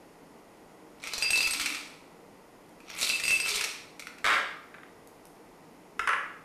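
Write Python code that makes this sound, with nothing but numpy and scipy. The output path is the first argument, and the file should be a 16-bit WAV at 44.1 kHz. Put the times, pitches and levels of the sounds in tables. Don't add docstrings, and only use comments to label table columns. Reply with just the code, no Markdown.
import sys
import numpy as np
from scipy import signal
from scipy.fft import rfft, irfft
from scipy.io import wavfile
from scipy.ndimage import uniform_filter1d

SR = 44100
rng = np.random.default_rng(int(sys.argv[2]) if len(sys.argv) > 2 else 0)


def store_wav(level_fs):
    pcm = np.round(np.clip(np.atleast_2d(level_fs), -1, 1) * 32767)
    wavfile.write(sys.argv[1], SR, pcm.T.astype(np.int16))


N = 284004
TIME = np.arange(N) / SR

# f/Hz, level/dB
RUMBLE_SPECTRUM = [(12, -76), (20, -10), (80, -20), (107, -12), (133, -17), (157, -5.5), (217, -7.5),
                   (317, -3), (341, -7), (439, -6.5), (472, -3), (498, -9), (888, -10), (1500, -20),
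                   (1950, -34), (3300, -120)]
HISS_SPECTRUM = [(880, -55), (1500, -8), (1740, -6), (1970, 1), (2140, -4), (2560, -6), (3770, -13),
                 (5240, -11), (6030, -14.5), (6880, -11.5), (7560, -16.5), (9930, -13.5), (14200, -19.5)]
# f/Hz, t60/s
ECHO_FADE = [(100, 0.41), (500, 0.68), (1300, 0.61), (2600, 0.56), (5000, 0.6), (9000, 0.44), (14000, 0.44)]
# t/s, length/s, level/dB, extra for fine chips/dB, extra for heavy cubes/dB
ICE_SLIDES = [(1.035, 0.22, -37.5, -13, 1.5), (1.362, 0.074, -30.5, -4.5, -8),
              (1.55, 0.15, -30.5, -9.5, -2), (2.906, 0.095, -37, -17, 1.5), (2.999, 0.083, -28.5, -3, -6.5),
              (3.245, 0.099, -32.5, -2.5, -12), (3.462, 0.11, -27.5, -9.5, -2.5)]
# f/Hz, level/dB
ICE_SPECTRUM = [(290, -24.5), (500, -13), (792, -11.5), (1330, -3), (1610, -12.5), (2250, -6.5), (2940, -9),
                (4220, -5.5), (5060, -10.5), (5740, -8.5), (6970, -13.5), (8020, -12.5), (14000, -23.5)]
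# f/Hz, width/Hz, level/dB
WALL_NOTES = [(1350, 92, -8.5), (2325, 160, -3), (2530, 130, -4), (4380, 280, -17), (5720, 110, -12)]
# t/s, level/dB, extra for the clack/dB
CUBE_HITS = [(1.0385, -25.5, 9), (1.072, -22.5, 6), (1.180, -15.5, -4.5), (1.2148, -23, -15),
             (1.4266, -16, -1), (1.4724, -14, -1), (1.535, -15, -0.5), (1.5979, -14.5, 2.5),
             (1.6114, -14, -1), (1.659, -13.5, 7), (1.7476, -22, 7.5), (2.803, -43, 11),
             (2.9001, -29.5, 8.5), (2.9958, -23, -1), (3.012, -17.5, -1.5), (3.199, -18, 3.5),
             (3.460, -23, 7), (3.481, -16, 2), (3.489, -13, -2), (3.5025, -16.5, -11), (3.5459, -15, -5),
             (3.557, -12.5, -7), (3.6098, -15.5, 4.5), (3.6399, -13, 1), (3.995, -25, 2.5),
             (4.023, -34.5, 10.5), (4.07, -29.5, 10.5), (4.184, -36.5, 7)]
# f/Hz, level/dB
THUD_SPECTRUM = [(25, 19), (45, 18), (80, 12.5), (150, 5.5), (500, 11), (1000, 14.5), (1800, -18),
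                 (4000, -49)]
# t/s, level/dB, extra for the thud/dB
STRAINER_CRASHES = [(1.135, -25, -13), (1.357, -24.5, -7), (1.375, -24.5, -6.5), (3.02, -24, -17),
                    (3.028, -21.5, -8), (3.044, -26.5, -28), (3.092, -23, -26)]
# f/Hz, width/Hz, level/dB
STRAINER_NOTES = [(3870, 160, -3), (4240, 490, 7), (5440, 150, -20)]
# t/s, level/dB, middle extra/dB, top extra/dB
CAP_HITS = [(1.2238, -26, 5.5, -4.5), (1.3051, -27, -1, 3.5), (1.332, -25, -9, -13), (1.406, -25, 1, -11),
            (1.509, -40, 8.5, 15), (3.099, -25.5, -3.5, -14), (3.2365, -32, 4.5, -3), (3.253, -32.5, 2, -4),
            (3.28, -24, -8, -2.5), (3.307, -21.5, -7.5, -9), (3.401, -30.5, -0.5, -1.5)]
# f/Hz, level/dB, t60/s
JIGGER_NOTES = [(2530, -8, 0.12), (2634, 7.5, 0.081), (2646, -12, 0.06), (4818, 0, 0.083),
                (8240, 0.5, 0.062), (10970, -9.5, 0.07), (12200, -14.5, 0.045)]
# t/s, length/s, first f/Hz, last f/Hz, level/dB
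AIR_NOTES = [(1.331, 0.583, 313.4, 269.8, -51), (3.359, 0.349, 389.7, 459.7, -49.5)]
# t/s, level/dB
HANDLING_TICKS = [(2.693, -48), (2.952, -36), (5.074, -39.5), (5.0923, -58), (5.254, -38.5), (5.27, -46)]
# f/Hz, level/dB
TICK_SPECTRUM = [(1000, -32), (3000, -7), (7000, -8), (11000, -1), (14000, -10)]
# t/s, level/dB, extra treble/dB
SHAKER_HITS = [(4.2435, -3, 5.5), (4.742, -32, -21), (4.747, -33, -10), (4.783, -37, -13),
               (4.833, -35, -12)]
# f/Hz, level/dB
SHAKER_SPECTRUM = [(59, -57), (100, -28), (182, -34), (219, -21), (254, -32), (281, -19), (568, -14.5),
                   (933, -13), (1200, -0.5), (2090, -2.5), (2650, -10), (3160, -16), (3730, -10.5),
                   (4050, -20.5), (10100, -32.5), (14000, -44)]
# f/Hz, width/Hz, level/dB
BASE_NOTES = [(210, 14, -2), (587, 12, -2), (1217, 12, 1), (1373, 12, -2), (1690, 12, -1), (2105, 14, -3),
              (2294, 14, -3)]
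# t/s, level/dB, extra treble/dB
UTENSIL_HITS = [(5.9935, -13.5, 5), (6.0738, -10, 3.5), (6.0909, -8, -3.5), (6.108, -17.5, -24),
                (6.131, -12, -7)]
# f/Hz, level/dB
UTENSIL_SPECTRUM = [(120, -66), (200, -38), (231, -29), (296, -32), (415, -15.5), (780, -17), (1120, -2),
                    (1690, 1), (2830, -12), (4030, -26.5), (5460, -25), (8510, -29), (9640, -26),
                    (14000, -46)]


def from_db(db):
    return 10 ** (np.asarray(db) / 20)


def unit_power(x):
    return x / np.sqrt(np.mean(x ** 2) + 1e-20)


def at_hz(table, hz):
    table = np.array(table)
    return np.interp(np.log(np.maximum(hz, 1)), np.log(table[:, 0]), table[:, 1])


def band(x, hz, kind, order=2):
    return signal.sosfilt(signal.butter(order, hz, kind, fs=SR, output="sos"), x + 1e-18)


def colour(x, spectrum, size=8192):
    gains = from_db(at_hz(spectrum, np.fft.rfftfreq(size, 1 / SR)))
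    cepstrum = irfft(np.log(gains))
    cepstrum[1:size // 2] *= 2
    cepstrum[size // 2 + 1:] = 0
    response = irfft(np.exp(rfft(cepstrum)))
    return signal.fftconvolve(x, response / np.linalg.norm(response))[:N]


def resonances(x, notes):
    return sum(from_db(db) * signal.lfilter(*signal.iirpeak(hz, hz / width, fs=SR), x + 1e-18)
               for hz, width, db in notes)


def contacts(times, levels_db, t60, snap=0.31, size=3000):
    out = np.zeros(N + size)
    fade = from_db(-60 * TIME[:size] / t60)
    fade_size = np.linalg.norm(fade)
    for t, db in zip(times, levels_db):
        crunch = rng.standard_normal(size) * fade
        crunch[0] = snap * fade_size
        start = int(t * SR)
        out[start:start + size] += from_db(db) * crunch * fade_size / np.linalg.norm(crunch)
    return out[:N]


def bounces(blows, gap_s, loss_db, duller_db, rest_db, count, uneven=0.12):
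    touches = []
    for (t, db, *tone_db), slips in zip(blows, rng.standard_normal((len(blows), count))):
        touches.append((t, db, *tone_db))
        for k in range(1, count):
            if db - k * loss_db > rest_db:
                when = t + gap_s * (k + uneven * slips[k])
                touches.append((when, db - k * loss_db, *np.subtract(tone_db, k * duller_db)))
    return np.transpose(touches)


def room_tone(rumble_db=-54, hiss_db=-63.5):
    rumble = from_db(rumble_db) * colour(rng.standard_normal(N), RUMBLE_SPECTRUM)
    hiss = from_db(hiss_db) * colour(rng.standard_normal(N), HISS_SPECTRUM)
    return rumble + hiss


def shaker_wall(force):
    crack = colour(force, ICE_SPECTRUM)
    return crack + resonances(crack, WALL_NOTES)


def ice_grains(hits_per_s=700, spread_db=3.5, tinkle_db=-1, width_hz=190, pieces=24):
    sizes = from_db(spread_db * np.minimum(rng.exponential(1, N), 3))
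    signs = rng.choice([-1, 1], N)
    clicks = sizes * signs * (rng.random(N) < hits_per_s / SR)
    pitches = np.geomspace(2000, 13000, pieces)
    piece = rng.integers(0, pieces, N)
    tinkle = sum(resonances(clicks * (piece == k), [(hz, width_hz * np.sqrt(hz / pitches[0]), 0)])
                 for k, hz in enumerate(pitches))
    return unit_power(shaker_wall(unit_power(clicks) + from_db(tinkle_db) * unit_power(tinkle)))


def ice_slide(slide_db=-6, chips_db=8, rise_db_per_s=400, settle_db_per_s=102, linger_db_per_s=30):
    grains = ice_grains()
    low = band(grains, 1800, "low", order=3)
    middle = band(grains, [2400, 7500], "band", order=3)
    high = band(grains, 6430, "high", order=3)
    power = np.zeros((3, N))
    for t, length, db, fine_db, heavy_db in ICE_SLIDES:
        before, after = np.maximum(t - TIME, 0), np.maximum(TIME - t - length, 0)
        level = db + slide_db - rise_db_per_s * before - settle_db_per_s * after
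        cubes = level + heavy_db + linger_db_per_s * after
        chips = level + fine_db + chips_db
        power += from_db(np.maximum([cubes, level, chips], -150)) ** 2
    return np.sum(np.sqrt(power) * [low, middle, high], axis=0)


def ice_jolts(t, db, crack_db, clack_db, thud_db):
    crack = band(contacts(t, db + crack_db, t60=0.03, snap=0.067), 3680, "high", order=3)
    clack = band(contacts(t, db + clack_db, t60=0.02, snap=0.47), [1500, 2700], "band")
    thud = colour(contacts(t, db + thud_db, t60=0.013, snap=0.44), THUD_SPECTRUM)
    return shaker_wall(crack + clack) + thud


def ice_knocks():
    t, db, extra_db = bounces(CUBE_HITS, gap_s=0.0042, loss_db=3.5, duller_db=1.5, rest_db=-29,
                              count=2, uneven=0.15)
    return ice_jolts(t, db, crack_db=-10, clack_db=extra_db - 8, thud_db=-27)


def strainer(plate_db=1):
    t, db, thud_db = np.transpose(STRAINER_CRASHES)
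    plate = resonances(contacts(t, db + plate_db, t60=0.12, snap=0.14), STRAINER_NOTES)
    return plate + ice_jolts(t, db, crack_db=-1, clack_db=-3, thud_db=thud_db)


def ring(taps, hz, t60):
    decay = from_db(-60 / (t60 * SR))
    step = 2 * np.pi * hz / SR
    return signal.lfilter([0, np.sin(step)], [1, -2 * decay * np.cos(step), decay * decay], taps + 1e-18)


def jigger_clinks(ring_db=-1, uneven_db=0.5):
    t, db, middle_db, top_db = bounces(CAP_HITS, gap_s=0.022, loss_db=9.5, duller_db=-3,
                                       rest_db=-41.5, count=3)
    jigger = np.zeros(N)
    for hz, note_db, t60 in JIGGER_NOTES:
        spot_db = top_db if hz > 7000 else middle_db if hz > 4000 else 0
        taps = np.zeros(N)
        taps[(t * SR).astype(int)] = from_db(db + spot_db - uneven_db * rng.standard_normal(len(t)))
        jigger += from_db(note_db + ring_db) * ring(taps, hz, t60)
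    t, db, _, top_db = np.transpose(CAP_HITS)
    return jigger + ice_jolts(t, db + top_db / 2, crack_db=4.5, clack_db=3, thud_db=-11)


def slosh(waver_hz=24):
    out = np.zeros(N)
    for t, length, first_hz, last_hz, db in AIR_NOTES:
        progress = np.clip((TIME - t) / length, 0, 1)
        stir = [unit_power(band(noise, waver_hz, "low")) for noise in rng.standard_normal((2, N))]
        phase = 2 * np.pi * np.cumsum(first_hz + (last_hz - first_hz) * progress) / SR
        note = (stir[0] * np.cos(phase) + stir[1] * np.sin(phase)) / np.sqrt(2)
        out += from_db(db) * np.sin(np.pi * progress) * note
    return out


def handling_ticks(level_db=-5):
    t, db = np.transpose(HANDLING_TICKS)
    return colour(contacts(t, db + level_db, t60=0.0096, snap=0.7), TICK_SPECTRUM)


def counter_clacks(touches, spectrum, level_db, crunch_t60):
    t, db, treble_db = touches
    crunch = band(contacts(t, db, crunch_t60, snap=0.7), [800, 3300], "band", order=3)
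    edge = band(contacts(t, db + treble_db, t60=0.018, snap=0.3), 3300, "high", order=3)
    thump = band(contacts(t, db, t60=0.03, snap=0.7), 800, "low", order=3)
    return from_db(level_db) * colour(crunch + edge + thump, spectrum)


def counter_thud(t, db):
    return band(colour(contacts([t], [db], t60=0.03), THUD_SPECTRUM), 210, "low")


def shaker_down():
    rocking = bounces(SHAKER_HITS, gap_s=0.0098, loss_db=0.51, duller_db=0.95, rest_db=-12, count=9)
    clacks = counter_clacks(rocking, SHAKER_SPECTRUM, level_db=-7, crunch_t60=0.023)
    return clacks + resonances(clacks, BASE_NOTES) + counter_thud(SHAKER_HITS[0][0], db=-29)


def utensil_down():
    both_ends = bounces(UTENSIL_HITS, gap_s=0.0036, loss_db=0.5, duller_db=17, rest_db=-30, count=2)
    clacks = counter_clacks(both_ends, UTENSIL_SPECTRUM, level_db=-7.5, crunch_t60=0.022)
    return clacks + counter_thud(UTENSIL_HITS[0][0], db=-38)


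def kitchen(x, echo_db=-2, first_s=0.0011, build_s=0.006):
    t = TIME[:SR]
    noise, hz = rfft(rng.standard_normal(SR)), np.fft.rfftfreq(SR, 1 / SR)
    edges = np.geomspace(40, SR / 2, 15)
    tail = np.zeros(SR)
    for low, high in zip(edges, edges[1:]):
        t60 = at_hz(ECHO_FADE, np.sqrt(low * high))
        tail += irfft(noise * (hz >= low) * (hz < high), SR) * from_db(-60 * t / t60)
    tail *= np.clip((t - first_s) / build_s, 0, 1)
    return x + from_db(echo_db) * signal.fftconvolve(x, tail / np.linalg.norm(tail))[:N]


def scene():
    in_hand = ice_knocks() + ice_slide() + strainer() + slosh() + jigger_clinks() + handling_ticks()
    return (kitchen(in_hand) + kitchen(shaker_down() + utensil_down()) + room_tone())[None]


def limiter(x, ceiling_db=-20.5, release_db_per_s=700, peak=0.17, window=64):
    power = np.maximum(uniform_filter1d(x ** 2, window), 1e-12)
    over_db = np.maximum(10 * np.log10(power) - ceiling_db, 0)
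    climb = release_db_per_s * TIME
    gain_db = climb - np.maximum.accumulate(over_db + climb, axis=-1)
    held = x * from_db(uniform_filter1d(gain_db, window // 2))
    return held / (1 + (held / peak) ** 4) ** (1 / 4)


def record(dry):
    cutoff_hz = 14250
    return signal.sosfilt(signal.ellip(12, 0.1, 80, cutoff_hz, fs=SR, output="sos"), limiter(dry))


dry = scene()
out = record(dry)
store_wav(out)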